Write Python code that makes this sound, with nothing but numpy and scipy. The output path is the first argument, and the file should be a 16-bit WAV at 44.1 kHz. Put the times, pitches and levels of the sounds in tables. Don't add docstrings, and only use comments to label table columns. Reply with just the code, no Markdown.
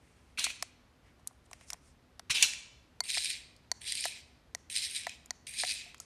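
import sys
import numpy as np
from scipy import signal
from scipy.fft import rfft, irfft, next_fast_len
from scipy.io import wavfile

SR = 44100
rng = np.random.default_rng(int(sys.argv[2]) if len(sys.argv) > 2 else 0)


def how_loud(loudness_db):
    steps = np.asarray(loudness_db, float) / 20
    return 10 ** steps


def generate_wav(signal):
    frames = np.transpose(np.atleast_2d(signal))
    scaled = np.clip(frames, -1, 1) * 32767
    pcm = np.round(scaled).astype(np.int16)
    wavfile.write(sys.argv[1], SR, pcm)


N = 266805

# [f/Hz, width/Hz, level/dB]
SHELL = [(3256, 460, -17), (4003, 284, 0.55), (4387, 97, -1.5), (4715, 90, 1), (5255, 240, -4)]
BELLY = [(2000, 1230, -3.5), (2480, 232, 6), (2860, 1180, -7.5)]
JOINTS = [(5710, 180, 0.2), (6530, 550, 2), (7440, 610, 2)]
WHEELS = [(8370, 356, 2.6), (9630, 1040, -4.5), (10150, 110, 0), (11100, 4200, -18)]


def rms_one(x):
    return x / np.sqrt(np.mean(x ** 2) + 1e-20)


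def at_hz(points, hz):
    f, value = np.transpose(points)
    return np.interp(np.log(hz), np.log(f), value)


def drift(rate_hz):
    r = np.exp(-2 * np.pi * rate_hz / SR)
    slow = signal.lfilter([1], [1, -2 * r, r * r], rng.standard_normal(N + SR))
    return rms_one(slow[SR:])


def resonate(x, hz, width_hz):
    r = np.exp(-np.pi * width_hz / SR)
    feedback = [1, -2 * r * np.cos(2 * np.pi * hz / SR), r * r]
    return signal.lfilter(np.array([1, 0, -1]) * (1 - r * r) / 2, feedback, x + 1e-18)


def body(x, modes, patchy_db=0):
    out = 0
    for k, (hz, width_hz, db) in enumerate(modes):
        out = out + (-1) ** k * how_loud(db + patchy_db * drift(13)) * resonate(x, hz, width_hz)
    return out


def clicks(s, db):
    out = np.full(N, 1e-18)
    out[np.round(np.asarray(s) * SR).astype(int)] += how_loud(db)
    return out


def crack(s, db, decay_s):
    fall = signal.lfilter([1], [1, -np.exp(-1 / (decay_s * SR))], clicks(s, db))
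    return fall * rng.standard_normal(N)


def ring(s, db, hz, t60_s):
    r, w = how_loud(-60 / (t60_s * SR)), 2 * np.pi * hz / SR
    return signal.lfilter([0, np.sin(w)], [1, -2 * r * np.cos(w), r * r], clicks(s, db))


def above(x, hz):
    return signal.sosfilt(signal.butter(4, hz, "high", fs=SR, output="sos"), x)


def below(x, hz):
    return signal.sosfilt(signal.butter(4, hz, "low", fs=SR, output="sos"), x)


def controls(tables):
    t, rows = np.arange(N) / SR, np.concatenate(tables)
    starts = np.array([table[0][0] for table in tables])
    ends = np.array([table[-1][0] for table in tables])
    gate = 0
    for start, end in zip(starts, ends):
        gate = gate + np.interp(t, [start, start + 0.00091, end, end + 0.061], [0, 1, 1, 0])
    which = np.clip(np.searchsorted(starts, t) - 1, 0, None)
    held = np.minimum(t, ends[which])
    return gate, which, [np.interp(held, rows[:, 0], column) for column in rows.T[1:]]


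def house():
    # [f/Hz, level/dB per Hz]
    air_color = [(15, -35.5), (25, -3), (75, 1), (260, -9.5), (1360, -18), (4680, -27), (7920, -34),
                 (13400, -38)]
    # [f/Hz, width/Hz, level/dB]
    hum = [(65.9, 9.2, -70), (248.8, 6, -75.5)]
    hz = np.maximum(np.arange(N // 2 + 1) * SR / N, 1)
    air = irfft(rfft(rng.standard_normal(N)) * how_loud(at_hz(air_color, hz)), N)
    drone = sum(how_loud(db) * rms_one(resonate(rng.standard_normal(N), f, width)) for f, width, db in hum)
    return how_loud(-64.5) * rms_one(air) + drone


def rustle():
    # [peak t/s, rise/s, fall/s, bright level/dB, low relative level/dB]
    strokes = [(0.08, .1, 0.31, -74.5, 1), (0.632, .003, 0.051, -60, -9), (1.07, 0.032, 0.049, -77.5, 10),
               (1.2, .012, 0.011, -76, -14), (1.285, .006, .02, -67, -20), (1.715, 0.011, 0.014, -56, -10),
               (1.745, .006, 0.036, -70.5, 1), (1.46, .008, .006, -69, -20),
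               (1.55, 0.049, 0.036, -69.5, -0.5), (1.63, 0.037, 0.033, -64, -1),
               (1.693, 0.017, 0.0091, -54.5, -16), (1.87, .05, 0.051, -66.5, -11),
               (6.014, 0.0078, 0.037, -58.5, -8.5)]
    bright = rms_one(body(rng.standard_normal(N), [(5430, 2300, -1.3), (9150, 1400, -0.05)], 1.0))
    low = rms_one(resonate(resonate(rng.standard_normal(N), 2000, 1500), 2000, 1500))
    t, out = np.arange(N) / SR, 0
    for s, rise_s, fall_s, db, low_db in strokes:
        bell = np.exp(-((t - s) / np.where(t < s, rise_s, fall_s)) ** 2)
        out = out + how_loud(db - 2.0) * bell * (bright + how_loud(low_db) * low)
    return out


def cat():
    # [t/s, breath level/dB, mouth opening/0-1]
    spits = [
        [(0.374, -52.5, 0.15), (0.394, -27.5, 0.66), (0.41, -38, 0.52), (0.438, -37, 0.47), (0.443, -23.5, .8),
         (0.462, -39.5, 0.38), (0.48, -48.5, 0.14), (0.51, -46.5, 0.45), (0.55, -75, 0.6)],
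        [(2.297, -44.5, 0.17), (2.307, -26, 0.43), (2.341, -42, 0.57), (2.349, -31.5, 0.44),
         (2.418, -35.5, 0.42), (2.428, -28, 0.3), (2.44, -25, 0.57), (2.474, -38.5, 0.68), (2.56, -55, .45)],
    ]
    # [t/s, level/dB]
    pops = [
        (0.383, -39.5),
        (2.3, -35.5),
    ]
    # [t/s, level/dB, f/Hz, t60/s]
    paws = [
        (0.386, -49, 224, 0.052),
        (0.467, -48.5, 307, 0.016),
        (0.5037, -30.5, 2500, 0.021),
        (2.301, -39, 129, 0.051),
        (2.428, -54.5, 202, .04),
    ]
    # [f/Hz, width/Hz, level/dB]
    mouth = [(3400, 1700, -10.5), (3970, 280, 4), (4260, 370, 1.5), (5040, 1200, -1.5)]
    chest = [(355.6, 210, -9.5), (594, 130, -7.5), (1010, 370, -4.5), (1530, 230, 2)]
    throat = [(1940, 260, -8.5), (2300, 580, -0.6), (2740, 950, -2.5)]
    fangs = [(5610, 890, 8), (7300, 940, -6.5), (7450, 700, -7.5), (8000, 2000, -1), (9460, 1000, 0.5),
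             (10500, 530, -21.5), (12100, 3800, -16)]
    air = how_loud(0.82 * drift(78)) * rng.standard_normal(N)
    gate, _, (breath_db, opening) = controls(spits)
    wide = np.clip(opening, 0, 1) - 0.5
    levels_db = 0, -17 - 8.5 * wide, -1.5 - 32 * wide, 0 - 1 * wide
    parts = [rms_one(body(air, part, 1.4)) for part in (mouth, chest, throat, fangs)]
    spit = gate * sum(how_loud(breath_db + db) * part for db, part in zip(levels_db, parts))
    pop_decay_s = 0.0069
    pop = signal.lfilter([1], [1, -np.exp(-1 / (pop_decay_s * SR))], clicks(*np.transpose(pops)))
    spit = spit + above(pop * parts[1], 800)
    return how_loud(-2.0) * spit + sum(ring([s], db, hz, t60_s) for s, db, hz, t60_s in paws)


def swats():
    # [t/s, peak level/dB, decay/s]
    slaps = [
        (0.385, -44, 0.0016),
        (0.3948, -21, 0.0018),
        (0.442, -14.5, 0.0016),
        (0.446, -35, .002),
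        (0.451, -19.5, 0.0013),
        (2.426, -1.5, 0.00065),
        (2.4284, -6, 0.0016),
        (2.4322, -10, .0012),
    ]
    blows = sum(clicks([s], db + 1.5) + crack([s], db - 0.5, decay_s) for s, db, decay_s in slaps)
    return below(above(resonate(resonate(blows, 3700, 9000), 6000, 9500), 1400), 11000)


def ticks():
    # [t/s, peak level/dB, ring f/Hz, body relative level/dB, middle relative level/dB]
    taps = [(0.466, -35.5, 3400, -11, -5.5), (0.6251, -13.5, 5240, -28.5, -28),
            (1.1954, -58.5, 3800, -11, -24), (1.2683, -60, 9500, -5, -25), (1.2735, -17.5, 9350, -63, -58),
            (1.3095, -70, 3340, 5.5, -17), (1.4633, -58, 3770, -24, -16), (1.5126, -36.5, 7840, -19, -25),
            (1.5317, -31, 5800, -27, -17.5), (1.6106, -47, 5500, -18.5, -15),
            (1.703, -19.5, 5500, -58, -26.5), (1.7235, -58, 4360, -1, -4), (1.732, -20, 5700, -33, -30),
            (1.7418, -57.5, 3400, -1, -4), (2.1949, -32.5, 5230, -21, -13.5),
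            (3.5642, -44, 4610, -46, -34.5), (5.2592, -35, 6950, -48, -36), (5.945, -44, 3400, -33, -6),
            (5.9805, -42, 6850, -35, -36), (6.001, -21.5, 6680, -39, -55)]
    s, db, hz, low_db, mid_db = np.transpose(taps)
    snap = clicks(s, db - 3.0) + crack(s, db - 8.0, 0.0024)
    out = above(resonate(resonate(snap, 7000, 7700), 7000, 7700), 3700)
    out += sum(ring([t], d - 6.0, f, 0.0065) for t, d, f in zip(s, db, hz))
    out += ring(s + 0.0011, db + low_db + 13.5, 703, 0.015)
    out += ring(s + 0.00062, db + low_db + 13.0, 1084, 0.011)
    middle = clicks(s, db + mid_db + 11.0) + crack(s, db + mid_db + 19.0, 0.0024)
    return out + resonate(middle, 1800, 1300)


def knocks():
    # [t/s, peak level/dB, brightness/dB]
    clacks = [(3.0881, -26, -14), (3.31, -20, -19), (3.1018, -14.5, -18), (3.1445, -18, -9),
              (3.1515, -16.5, -17), (3.1794, -15, -24), (3.245, -19, -3), (3.2562, -17.5, -16),
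              (3.3016, -16.5, -11), (3.8751, -26, -5), (3.9213, -15.5, -9.5), (3.9519, -21.5, -2.5),
              (4.0068, -25, -1), (4.0397, -15, -17), (4.742, -24, -22), (4.7548, -21, -16),
              (4.7623, -16, -7.5), (4.7717, -17.5, -8), (4.7812, -18, -11.5), (4.8247, -28, -23),
              (4.9624, -24, -5), (5.0936, -23, -16), (5.609, -33, -3), (5.586, -28.5, 0), (5.61, -29, 3),
              (5.617, -31, -1), (5.6492, -20, -24), (5.675, -30, -13), (5.6942, -22, -6.5),
              (5.7202, -21, -11)]
    jerks = [
        (3.039, -38, -4),
        (3.816, -31, -12),
        (4.6994, -25, -15),
        (5.4697, -26, -34),
    ]
    tumbles = [
        (0.505, -30, -22),
        (2.534, -21, -17),
    ]
    s, db, bright_db = np.transpose(np.concatenate([clacks, jerks, tumbles]))
    dull = clicks(s, db) + crack(s, db + 2.5, 0.0016)
    bright = clicks(s, db + bright_db + 16.0) + crack(s, db + bright_db + 7.0, 0.0028)
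    out = body(dull, SHELL, 1.4) + how_loud(-1.5) * body(dull, BELLY, 0.28)
    out = out + how_loud(-9.5) * body(dull, JOINTS) + body(bright, WHEELS)
    return below(out, 10900)


def rattle(tooth_db, scrape_db):
    teeth_per_s = 140
    turns = np.cumsum(teeth_per_s * how_loud(1.5 * drift(15)) / SR)
    s = np.flatnonzero(np.diff(np.floor(turns))) / SR
    teeth = crack(s, 2.25 * rng.standard_normal(len(s)), 0.0027)
    scrape = how_loud(scrape_db + 2.0 * drift(22.5)) * rng.standard_normal(N)
    return how_loud(tooth_db) * rms_one(teeth) + scrape


def motor_runs():
    # [t/s, load/dB]
    runs = [
        [(3.036, -51), (3.05, -52.5), (3.076, -49.5), (3.1, -36.5), (3.264, -39.5), (3.28, -41), (3.314, -41.5),
         (3.334, -42), (3.4, -57.5)],
        [(3.808, -63), (3.818, -57), (3.842, -53.5), (3.87, -41), (3.96, -43), (3.972, -42), (4.05, -36),
         (4.102, -49), (4.17, -51.5)],
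        [(4.698, -47.5), (4.735, -48.5), (4.761, -32.5), (4.803, -42), (4.841, -37), (4.937, -50.5),
         (4.957, -38.5), (5.02, -49), (5.12, -54.5)],
        [(5.467, -47.5), (5.515, -53.5), (5.57, -45), (5.6, -34), (5.657, -45.5), (5.711, -34), (5.725, -43.5),
         (5.775, -42), (5.89, -64)],
    ]
    # [motor cut-out t/s, grip/dB, belly drag/dB]
    rolls = [
        (3.31, -0.5, 0.2),
        (4.098, -2.5, 0.5),
        (4.98, -0.5, 0.9),
        (5.74, -0.5, 1.2),
    ]
    # [level at full load/dB, share of the load's swing]
    parts = [(-36.5, 1.2), (-42, 0.61), (-45.5, 0.91), (-40.5, 0.5)]
    full_load_db, coast_db_per_s = -38, 236
    drive = rattle(0.22, 1.0)
    gate, which, (load_db,) = controls(runs)
    stop_s, grip_db, drag_db = np.transpose(rolls)[:, which]
    coast_db = grip_db - coast_db_per_s * np.maximum(np.arange(N) / SR - stop_s, 0)
    out = 0
    extras_db, bodies = (0, drag_db, 0, coast_db), (SHELL, BELLY, JOINTS, WHEELS)
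    for (part_db, share), extra_db, modes in zip(parts, extras_db, bodies):
        level_db = part_db + share * (load_db - full_load_db) + extra_db
        out = out + how_loud(level_db) * rms_one(body(drive, modes, 1.53))
    return gate * out


def toy():
    return above(above(how_loud(-1.5) * motor_runs() + knocks(), 1700), 1700)


def buttons():
    # [t/s, peak level/dB, snap relative level/dB, thump relative level/dB]
    presses = [
        (3.005, -14, -18.5, 1.5),
        (3.716, -13, -22, .5),
        (4.549, -17, -23, 1),
        (5.307, -18.5, -25, .5),
    ]
    releases = [
        (3.172, -25.5, -8.5, -2.5),
        (4.054, -24.5, 10, -0.5),
        (5.068, -25, -1.5, .5),
        (5.635, -23, -9, -0.5),
        (5.858, -52, -5, -3),
    ]
    # [f/Hz, width/Hz, level/dB]
    press_modes = [(709, 109, -5), (996, 79, -4), (1446, 204, -8), (1917, 150, -1.5), (2324, 300, -16),
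                   (3550, 1100, -43), (4425, 130, 7), (5700, 180, -2.5), (6200, 510, -3.5), (7200, 620, -4),
                   (8750, 1350, -13.5), (10060, 870, -17), (12700, 700, -30)]
    release_modes = [(432, 900, -8), (695, 81, 4.5), (999, 67, -0.5), (1360, 83, -8.5), (1743, 78, 5),
                     (1980, 140, 1.5), (2220, 324, -11), (4670, 430, -8), (6600, 1100, -14.5),
                     (8700, 1230, -23)]
    # [t/s, level/dB, f/Hz, t60/s]
    spring = [
        (3.008, -47, 2110, 0.13),
        (3.054, -36.5, 4570, 0.018),
        (5.645, -41, 730, 0.055),
        (5.862, -54, 703, 0.12),
        (6.003, -53, 1330, 0.054),
    ]
    out = 0
    # gain/dB, bounce/s, bounce/dB, buzz/dB
    kinds = ((presses, press_modes, 21.0, 0.00035, -8.0, 4.0),
             (releases, release_modes, 29.0, 0.0014, -6.0, -9.0))
    for events, modes, gain_db, bounce_s, bounce_db, buzz_db in kinds:
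        s, db, snap_db, thump_db = np.transpose(events)
        blow = clicks(s, db + gain_db) + clicks(s + bounce_s, db + gain_db + bounce_db)
        blow = blow + crack(s, db + gain_db - 23, 0.0012)
        grip = how_loud(np.interp(np.arange(N) / SR, s, thump_db))
        out = out + body(grip * blow, modes[:3]) - body(blow, modes[3:])
        out += above(resonate(crack(s, db + snap_db + buzz_db, 0.0029), 6900, 6500), 5800)
    return out + sum(ring([s], db, hz, t60_s) for s, db, hz, t60_s in spring)


def hall(x):
    # [f/Hz, t60/s]
    decay = [(500, 1), (2500, 0.65), (5000, 0.62), (9000, 0.44), (13000, 0.26)]
    size = next_fast_len(N + SR)
    hz = np.maximum(np.arange(size // 2 + 1) * SR / size, 1)
    echo = 0
    for k, lag_s in enumerate(rng.uniform(0.01, 0.06, 20)):
        loop = how_loud(-60 * lag_s / at_hz(decay, hz)) * np.exp(-2j * np.pi * hz * lag_s)
        echo = echo + (-1) ** k * loop / (1 - loop)
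    for lag_s in (0.0013, 0.0031, 0.0053):
        turn = np.exp(-2j * np.pi * hz * lag_s)
        echo = echo * (turn - 0.6) / (1 - 0.6 * turn)
    return irfft(rfft(x, size) * echo, size)[:N]


def scene():
    far = toy() + cat() + swats()
    switch = above(buttons(), 232)
    fingers = above(ticks(), 600)
    echoes = hall(how_loud(-26.0) * far + how_loud(-36.5) * switch + how_loud(-42.5) * fingers)
    return (far + switch + fingers + echoes + rustle() + above(house(), 38))[None]


def band_limit(x):
    return signal.sosfilt(signal.butter(12, 14260, fs=SR, output="sos"), x)


def record(dry):
    cut = signal.sosfilt(signal.cheby2(18, 28, 13350, fs=SR, output="sos"), dry)
    return band_limit(cut)


dry = scene()
out = record(dry)
generate_wav(out)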